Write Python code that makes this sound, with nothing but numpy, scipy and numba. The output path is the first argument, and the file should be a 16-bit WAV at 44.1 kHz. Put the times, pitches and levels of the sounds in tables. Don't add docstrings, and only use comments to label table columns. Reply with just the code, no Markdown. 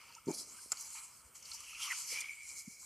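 import sys
import numpy as np
from scipy import signal
from scipy.fft import rfft, irfft
from scipy.io import wavfile
from scipy.ndimage import uniform_filter1d
from numba import njit

SR = 44100
rng = np.random.default_rng(int(sys.argv[2]) if len(sys.argv) > 2 else 0)


def magnitude_from_level(level_db):
    exponent = np.asarray(level_db, float) / 20
    return 10 ** exponent


def dump_mix(stems):
    frames = np.atleast_2d(stems).T
    limited = np.clip(frames, -1, 1)
    pcm = np.round(limited * 32767).astype(np.int16)
    wavfile.write(sys.argv[1], SR, pcm)


N = 125685


@njit
def svf(x, hz, width):
    y, band_state, low_state = np.empty(len(x)), 0., 0.
    for i in range(len(x)):
        g = np.tan(np.pi * hz[i] / SR)
        damping = width[i] / hz[i]
        v = (band_state + g * (x[i] - low_state)) / (1 + g * (g + damping))
        band_state = 2 * v - band_state
        low_state = low_state + 2 * g * v
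        y[i] = damping * v
    return y


def band(x, hz, width):
    return svf(x, np.ones(len(x)) * hz, np.ones(len(x)) * width)


def unit(x):
    return x / np.sqrt(np.mean(x ** 2))


def noise():
    return rng.standard_normal(N)


def walk(rate):
    hold = int(SR / rate)
    steps = np.repeat(rng.standard_normal(N // hold + 1), hold)
    return 1.1 * uniform_filter1d(uniform_filter1d(steps, hold), hold)[:N]


def colour(x, table):
    hz, db = np.array(table).T
    f = np.fft.rfftfreq(N, 1 / SR) + 1
    gain = magnitude_from_level(np.interp(np.log(f), np.log(hz), db, left=-70, right=-70))
    return unit(irfft(rfft(x) * gain, N))


def grains(rate, spread_db):
    hit, size, sign = rng.random(N), rng.exponential(size=N), rng.standard_normal(N)
    return unit((hit < rate / SR) * magnitude_from_level(spread_db * np.minimum(size, 4)) * np.sign(sign))


def swells(t, table):
    power, trait = 1e-14, 0
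    for at, db, rise, fall, value in table:
        decay = np.where(t < at, ((at - t) / rise) ** 2, (t - at) / fall * 2)
        p = magnitude_from_level(2 * db) * np.exp(-np.clip(decay, 0, 20))
        power = power + p
        trait = trait + p * value
    return np.sqrt(power), trait / power


def wavelet(t, at, db, hz, length):
    out, near = np.zeros(N), abs(t - at) < 3 * length
    age = t[near] - at
    out[near] = magnitude_from_level(db) * np.exp(-(age / length * 2) ** 2) * np.sin(2 * np.pi * hz * age)
    return out


def ring(t, at, hz, gains, t60):
    age = np.clip(t - at, 0, .05)
    onset = 1 - np.exp(-age / t60 * 20)
    decay = np.exp(-np.log(1000) * age / t60) * (t - at < .05)
    return onset * decay * sum(g * np.sin(2 * np.pi * f * age) for f, g in zip(hz, gains))


# loudest moment in seconds, level in dB, rise in seconds, fall in seconds,
# centre of the crackle in Hz.
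STEPS = [(0.0, -59.5, 0.034, 0.16, 4900), (.15, -62.5, 0.019, 0.043, 5440),
         (0.311, -51.5, 0.028, 0.029, 7200), (0.35, -45, 0.013, 0.014, 5200),
         (0.387, -45, 0.013, 0.052, 4850), (.5, -55, 0.037, 0.057, 6560), (0.601, -53.5, 0.072, 0.14, 8960),
         (0.824, -48, 0.07, 0.1, 6600), (0.957, -49, 0.03, 0.12, 7950), (1.18, -62, 0.037, 0.18, 8800),
         (1.357, -58, 0.0085, 0.086, 6500), (1.501, -51.5, 0.044, 0.51, 5750),
         (1.548, -44, 0.012, 0.016, 5350), (1.7, -64, 0.028, 0.16, 7000), (1.842, -41, 0.036, 0.095, 5670),
         (1.993, -44.5, 0.045, 0.12, 7160), (2.133, -43.5, 0.06, 0.087, 4830),
         (2.2, -48, 0.029, 0.011, 6160), (2.32, -57.5, 0.017, 0.36, 8700), (2.503, -50, 0.049, 0.061, 7500),
         (2.598, -48, 0.039, 0.031, 6750), (2.73, -56, 0.062, 0.09, 6600), (2.85, -53.5, 0.067, 0.02, 7750)]
# frequency in Hz, strength in dB per Hz.
LEAF_TONE = [(2000, -47), (3400, -1.5), (3740, -15.5), (3980, -3), (4460, -2.5), (7430, -1.5),
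             (11000, -4.5), (13600, -17.5), (14300, -12)]


def leaves(t):
    size, centre = swells(t, STEPS)
    tiny_cracks = grains(4100, 6)
    wash = colour(tiny_cracks + 1.3 * noise(), LEAF_TONE)
    lean = unit(band(band(wash, centre, 2600), centre, 2600))
    patchy = 0
    for hz in 4100 * 1.12 ** np.arange(12):
        flicker = magnitude_from_level(2.4 * (walk(70) + .8 * walk(14)))
        shifted = np.roll(wash, int(hz))
        patchy = patchy + flicker * band(band(shifted, hz, hz / 6), hz, hz / 5)
    return size * magnitude_from_level(2.08 * walk(40.85)) * unit(0.81 * lean + unit(patchy))


# time in seconds, peak level in dB, centre in Hz, length in seconds,
# width as a share of the centre.
LEAF_CRACKS = [(0.092, -54.5, 4620, 0.026, 0.052), (0.122, -49.5, 4520, .006, 0.089),
               (0.151, -41, 6200, 0.0022, 0.35), (.259, -49, 7040, 0.0054, .5),
               (0.279, -49, 4400, 0.011, 0.18), (.3145, -33, 7400, 0.0021, 0.22),
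               (0.325, -43, 4320, 0.012, 0.12), (0.772, -37.5, 4450, 0.0026, 0.098),
               (.810, -36.5, 9000, .004, .5), (.904, -38.5, 7900, 0.0048, .4),
               (1.426, -42, 6020, 0.0071, 0.4), (1.454, -43, 4650, .005, 0.097),
               (1.458, -44, 5460, .006, 0.61), (1.512, -44.5, 8200, 0.0034, 0.16),
               (1.517, -33, 4430, 0.0083, .2), (1.605, -37, 6000, 0.0036, 0.72),
               (2.112, -40, 5950, .006, .3), (2.206, -29, 7400, 0.0044, 0.76),
               (2.211, -34.5, 5900, 0.0054, 0.72), (2.22, -38, 4640, 0.0047, 0.25),
               (2.433, -44, 7520, .005, 0.29), (2.49, -41, 6690, 0.0064, 0.48)]


def single_leaves(t):
    spit, out = noise(), np.zeros(N)
    for at, db, hz, length, share in LEAF_CRACKS:
        near = abs(t - at) < .05
        age = t[near] - at
        shape = np.exp(-np.where(age < 0, -age * 8, age * 2) / length)
        pitched = band(band(spit[near], hz, hz * share), hz, hz * share * 2)
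        burst = np.minimum(2 * shape, 1) * pitched
        out[near] += magnitude_from_level(db) * burst / abs(burst).max()
    return out


# time in seconds, peak level of the tick in dB, level of the low knock in dB.
TWIG = [
    (.7192, -14, -33),
    (.7200, -19, -38),
    (.7215, -20, -38),
    (.7229, -19, -40),
    (.7244, -31, -44),
    (.7256, -22, -40),
    (.7270, -27, -46),
    (.7304, -40, -36),
]
TICK_HZ, TICK_T60_S = (7200, 5500, 10500), .0028
KNOCK_HZ, KNOCK_T60_S = (1330, 2200, 900), .008


def twig(t):
    out = np.zeros(N)
    for at, tick_db, knock_db in TWIG:
        out += magnitude_from_level(tick_db) * ring(t, at, TICK_HZ, (1.55, .75, .3), TICK_T60_S)
        out += magnitude_from_level(knock_db) * ring(t, at, KNOCK_HZ, (1.3, .9, .4), KNOCK_T60_S)
    return out


def rub(hz, width):
    slips = grains(4000, 3.0) + 0.76 * noise()
    hollow = band(band(band(slips, hz, 2 * width), hz, width), hz, width)
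    return unit(hollow) * magnitude_from_level(1.6 * walk(44.81))


# loudest moment in seconds, level in dB,
# rise in seconds, fall in seconds, resonance in Hz.
SLIDES = [(0.172, -60, 0.11, 0.029, 2710), (.31, -55, 0.019, 0.031, 2314),
          (.965, -55.5, 0.0059, 0.077, 2385), (1.6, -54.5, 0.13, 0.17, 2890),
          (1.73, -47, 0.034, 0.14, 2650), (1.836, -38, 0.027, 0.067, 3150),
          (1.899, -43.5, 0.025, 0.013, 2060), (2.17, -45.5, 0.044, 0.25, 2290),
          (2.298, -42, 0.011, 0.028, 2285), (2.45, -55.5, 0.069, 0.27, 2250),
          (2.69, -65, 0.15, 0.021, 2120)]
# loudest moment in seconds, level in dB,
# rise in seconds, fall in seconds, strength of the low hollows in dB.
SCUFFS = [(0.0, -57.5, .05, 0.18, -3), (.3, -64.5, 0.042, 0.51, -1.5), (0.582, -59.5, 0.064, 0.079, -3),
          (.74, -58.5, 0.021, 0.38, -0.5), (.96, -52, 0.0082, 0.079, -3.5), (1.23, -77, 0.021, 0.037, 13),
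          (1.357, -58.5, 0.0059, 0.017, -3.5), (1.551, -59, 0.095, 0.72, -5.5),
          (1.903, -45.5, 0.074, 0.11, -5), (2.181, -44, 0.062, 0.1, -13.5), (2.548, -63.5, 0.12, 0.13, -6),
          (2.85, -72, 0.031, 0.018, 12)]


def sleeve(t):
    slide, hz = swells(t, SLIDES)
    scuff, low_db = swells(t, SCUFFS)
    low = 0.87 * rub(1004, 348) + rub(1287, 350)
    high = rub(2250, 480) + 0.96 * rub(3047, 1300) + 0.19 * rub(1660, 500)
    tight_width = 230
    width = tight_width + 1.3 * np.clip(hz - 2330, 0, 900)
    sliding = slide * np.sqrt(tight_width / width) * rub(hz, width)
    return sliding + 0.51 * scuff * (high + magnitude_from_level(low_db) * low)


# time in seconds, peak level in dB, ring in Hz, length in seconds.
FOLDS = [(0.039, -65, 916, 0.019), (0.106, -60, 940, .02), (.169, -53, 930, 0.0095),
         (0.185, -50.5, 1320, 0.01), (0.289, -48.5, 920, 0.021), (0.309, -45.5, 863, 0.012),
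         (0.591, -54, 1560, .012), (0.952, -53.5, 928, 0.0096), (1.522, -57, 1340, 0.013),
         (1.548, -57.5, 930, 0.013), (1.61, -54.5, 1180, .01), (1.633, -57.5, 1260, .01),
         (1.72, -46, 2940, .003), (1.733, -53.5, 1270, 0.0089), (1.803, -51.5, 1315, 0.011),
         (1.82, -36.5, 2820, .005), (1.834, -33.5, 3220, .006), (1.858, -50, 1090, .01),
         (1.88, -41.5, 1166, 0.009), (1.9047, -31.5, 2080, 0.0026), (1.9113, -28.5, 2020, 0.0037),
         (1.916, -33.5, 1640, 0.0014), (1.9199, -29, 2010, 0.0032), (1.922, -30, 2500, .002),
         (1.9237, -31, 2830, 0.0017), (1.9252, -32, 2000, .002), (1.928, -38, 1300, 0.0021),
         (1.933, -42.5, 1500, 0.0094), (2.124, -55, 2340, 0.0063), (2.146, -43.5, 2360, 0.0074),
         (2.161, -37, 2280, 0.012), (2.176, -33.5, 2320, 0.0041), (2.193, -39.5, 2386, 0.015),
         (2.209, -40, 3440, .006), (2.214, -37.5, 2370, 0.0055), (2.221, -44, 2140, 0.0068),
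         (2.244, -38, 2250, .007), (2.26, -44, 2230, 0.0067), (2.285, -42, 2420, 0.0031),
         (2.295, -35.5, 2290, 0.0043), (2.309, -37, 2260, 0.0043), (2.331, -51.5, 2230, 0.025),
         (2.424, -55, 2310, 0.013), (2.456, -49.5, 2170, 0.01), (2.568, -54, 2216, .02),
         (2.677, -67, 2200, 0.018), (2.705, -72, 2160, .012)]


def folds(t):
    return sum(wavelet(t, *fold) for fold in FOLDS)


# time in seconds, peak level in dB, pitch in
# Hz, length in cycles.
BUMPS = [(.272, -33, 255, 0.89), (.279, -32, 330, 1.2), (0.287, -24, 331, 1.63), (.292, -35.5, 370, 2.2),
         (0.297, -33.5, 367, 2.2), (0.3091, -31.5, 312, 2.44), (0.298, -43, 160.7, 5.3),
         (0.661, -51.5, 350, 0.69), (1.26, -58, 66.6, 1.5), (1.51, -65.5, 60, 1.5),
         (2.128, -54.5, 486, 4.6), (2.13, -68, 61.5, 1.8), (2.45, -72, 63.5, 0.93), (2.681, -41, 212, 1.83)]
# loudest moment in seconds, level in dB, rise in seconds,
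# fall in seconds, centre in Hz.
SETTLE = [
    (.3, -49, 0.011, 0.021, 680),
    (.33, -58.5, 0.034, 0.12, 270),
    (2.129, -66, 0.018, 0.064, 480),
    (2.7, -77, 0.011, 0.12, 200),
]


def bumps(t):
    size, hz = swells(t, SETTLE)
    settle = size * unit(band(band(noise(), hz, 460), hz, 460))
    return settle + sum(wavelet(t, at, db, hz, cycles / hz) for at, db, hz, cycles in BUMPS)


# frequency in Hz, strength in dB per Hz.
WOOD_TONE = [(18, -37), (30, -19), (68, -10.5), (125, -10.5), (409, -17), (499, -12.5), (851, -18.5),
             (1600, -15), (3400, -44), (4420, -72), (7480, -120)]
HUM_HZ, WHINE_HZ = 58.7, 13512


def wood():
    far = colour(noise(), WOOD_TONE) * magnitude_from_level(-76 + 3 * walk(12))
    hum = unit(band(noise(), HUM_HZ, 25)) * magnitude_from_level(-77.5 + 1.5 * walk(8))
    wobble = 2.5 * walk(28)
    tone = np.sin(2 * np.pi * WHINE_HZ * np.arange(N) / SR + wobble)
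    whine = (1 + 0.25 * walk(30)) * tone * magnitude_from_level(-78)
    halo = magnitude_from_level(-77) * unit(band(band(noise(), WHINE_HZ, 1500), WHINE_HZ, 1500))
    hiss = magnitude_from_level(-71) * unit(band(band(noise(), 9000, 3500), 8800, 4000))
    return far + hum + whine + halo + hiss


def scene():
    t = np.arange(N) / SR
    ground = leaves(t) + single_leaves(t) + twig(t)
    handling = sleeve(t) + folds(t) + bumps(t)
    mono = ground + handling + wood()
    return np.array([mono, mono])


# frequency in Hz, share of the time from 0 to 1.
SPREAD = [(4200, 0.), (5200, .2), (6500, .45), (7500, .85), (10000, .8), (12500, .7), (14200, .4)]


def spread_treble(mid):
    f, at, z = signal.stft(mid, SR, nperseg=2048)
    level = np.sqrt(uniform_filter1d(abs(z) ** 2, size=24, axis=0))
    share = np.interp(f, *np.array(SPREAD).T, left=0, right=0)[:, None]
    blocks = rng.standard_normal((len(f) // 32 + 1, len(at)))
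    blocks = uniform_filter1d(uniform_filter1d(blocks, size=2, axis=1), size=4, axis=0)
    rank = blocks.ravel().argsort().argsort().reshape(blocks.shape) / blocks.size
    steady = abs(at - TWIG[0][0]) > .03
    on = (np.repeat(rank, 32, axis=0)[:len(f)] < share) & steady
    random_phase = np.exp(2j * np.pi * rng.random(z.shape))
    return signal.istft(on * level * random_phase, SR, nperseg=2048)[1][:N]


def band_limit(x):
    return signal.sosfilt(signal.butter(12, 15080, fs=SR, output="sos"), x)


# frequency in Hz, width in Hz, depth from 0 to 1.
NOTCHES = [
    (1574, 83, 0.37),
    (3600, 1250, 0.6),
]


def record(dry):
    mid = signal.sosfilt(signal.butter(2, 52, "high", fs=SR, output="sos"), dry[0])
    for hz, width, depth in NOTCHES:
        mid = mid - depth * band(mid, hz, width)
    side = magnitude_from_level(-1.5) * spread_treble(mid)
    top_cut = signal.ellip(10, .2, 60, 14350, fs=SR, output="sos")
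    mix = signal.sosfilt(top_cut, np.array([mid + side, mid - side]))
    return band_limit(mix)


dry = scene()
out = record(dry)
dump_mix(out)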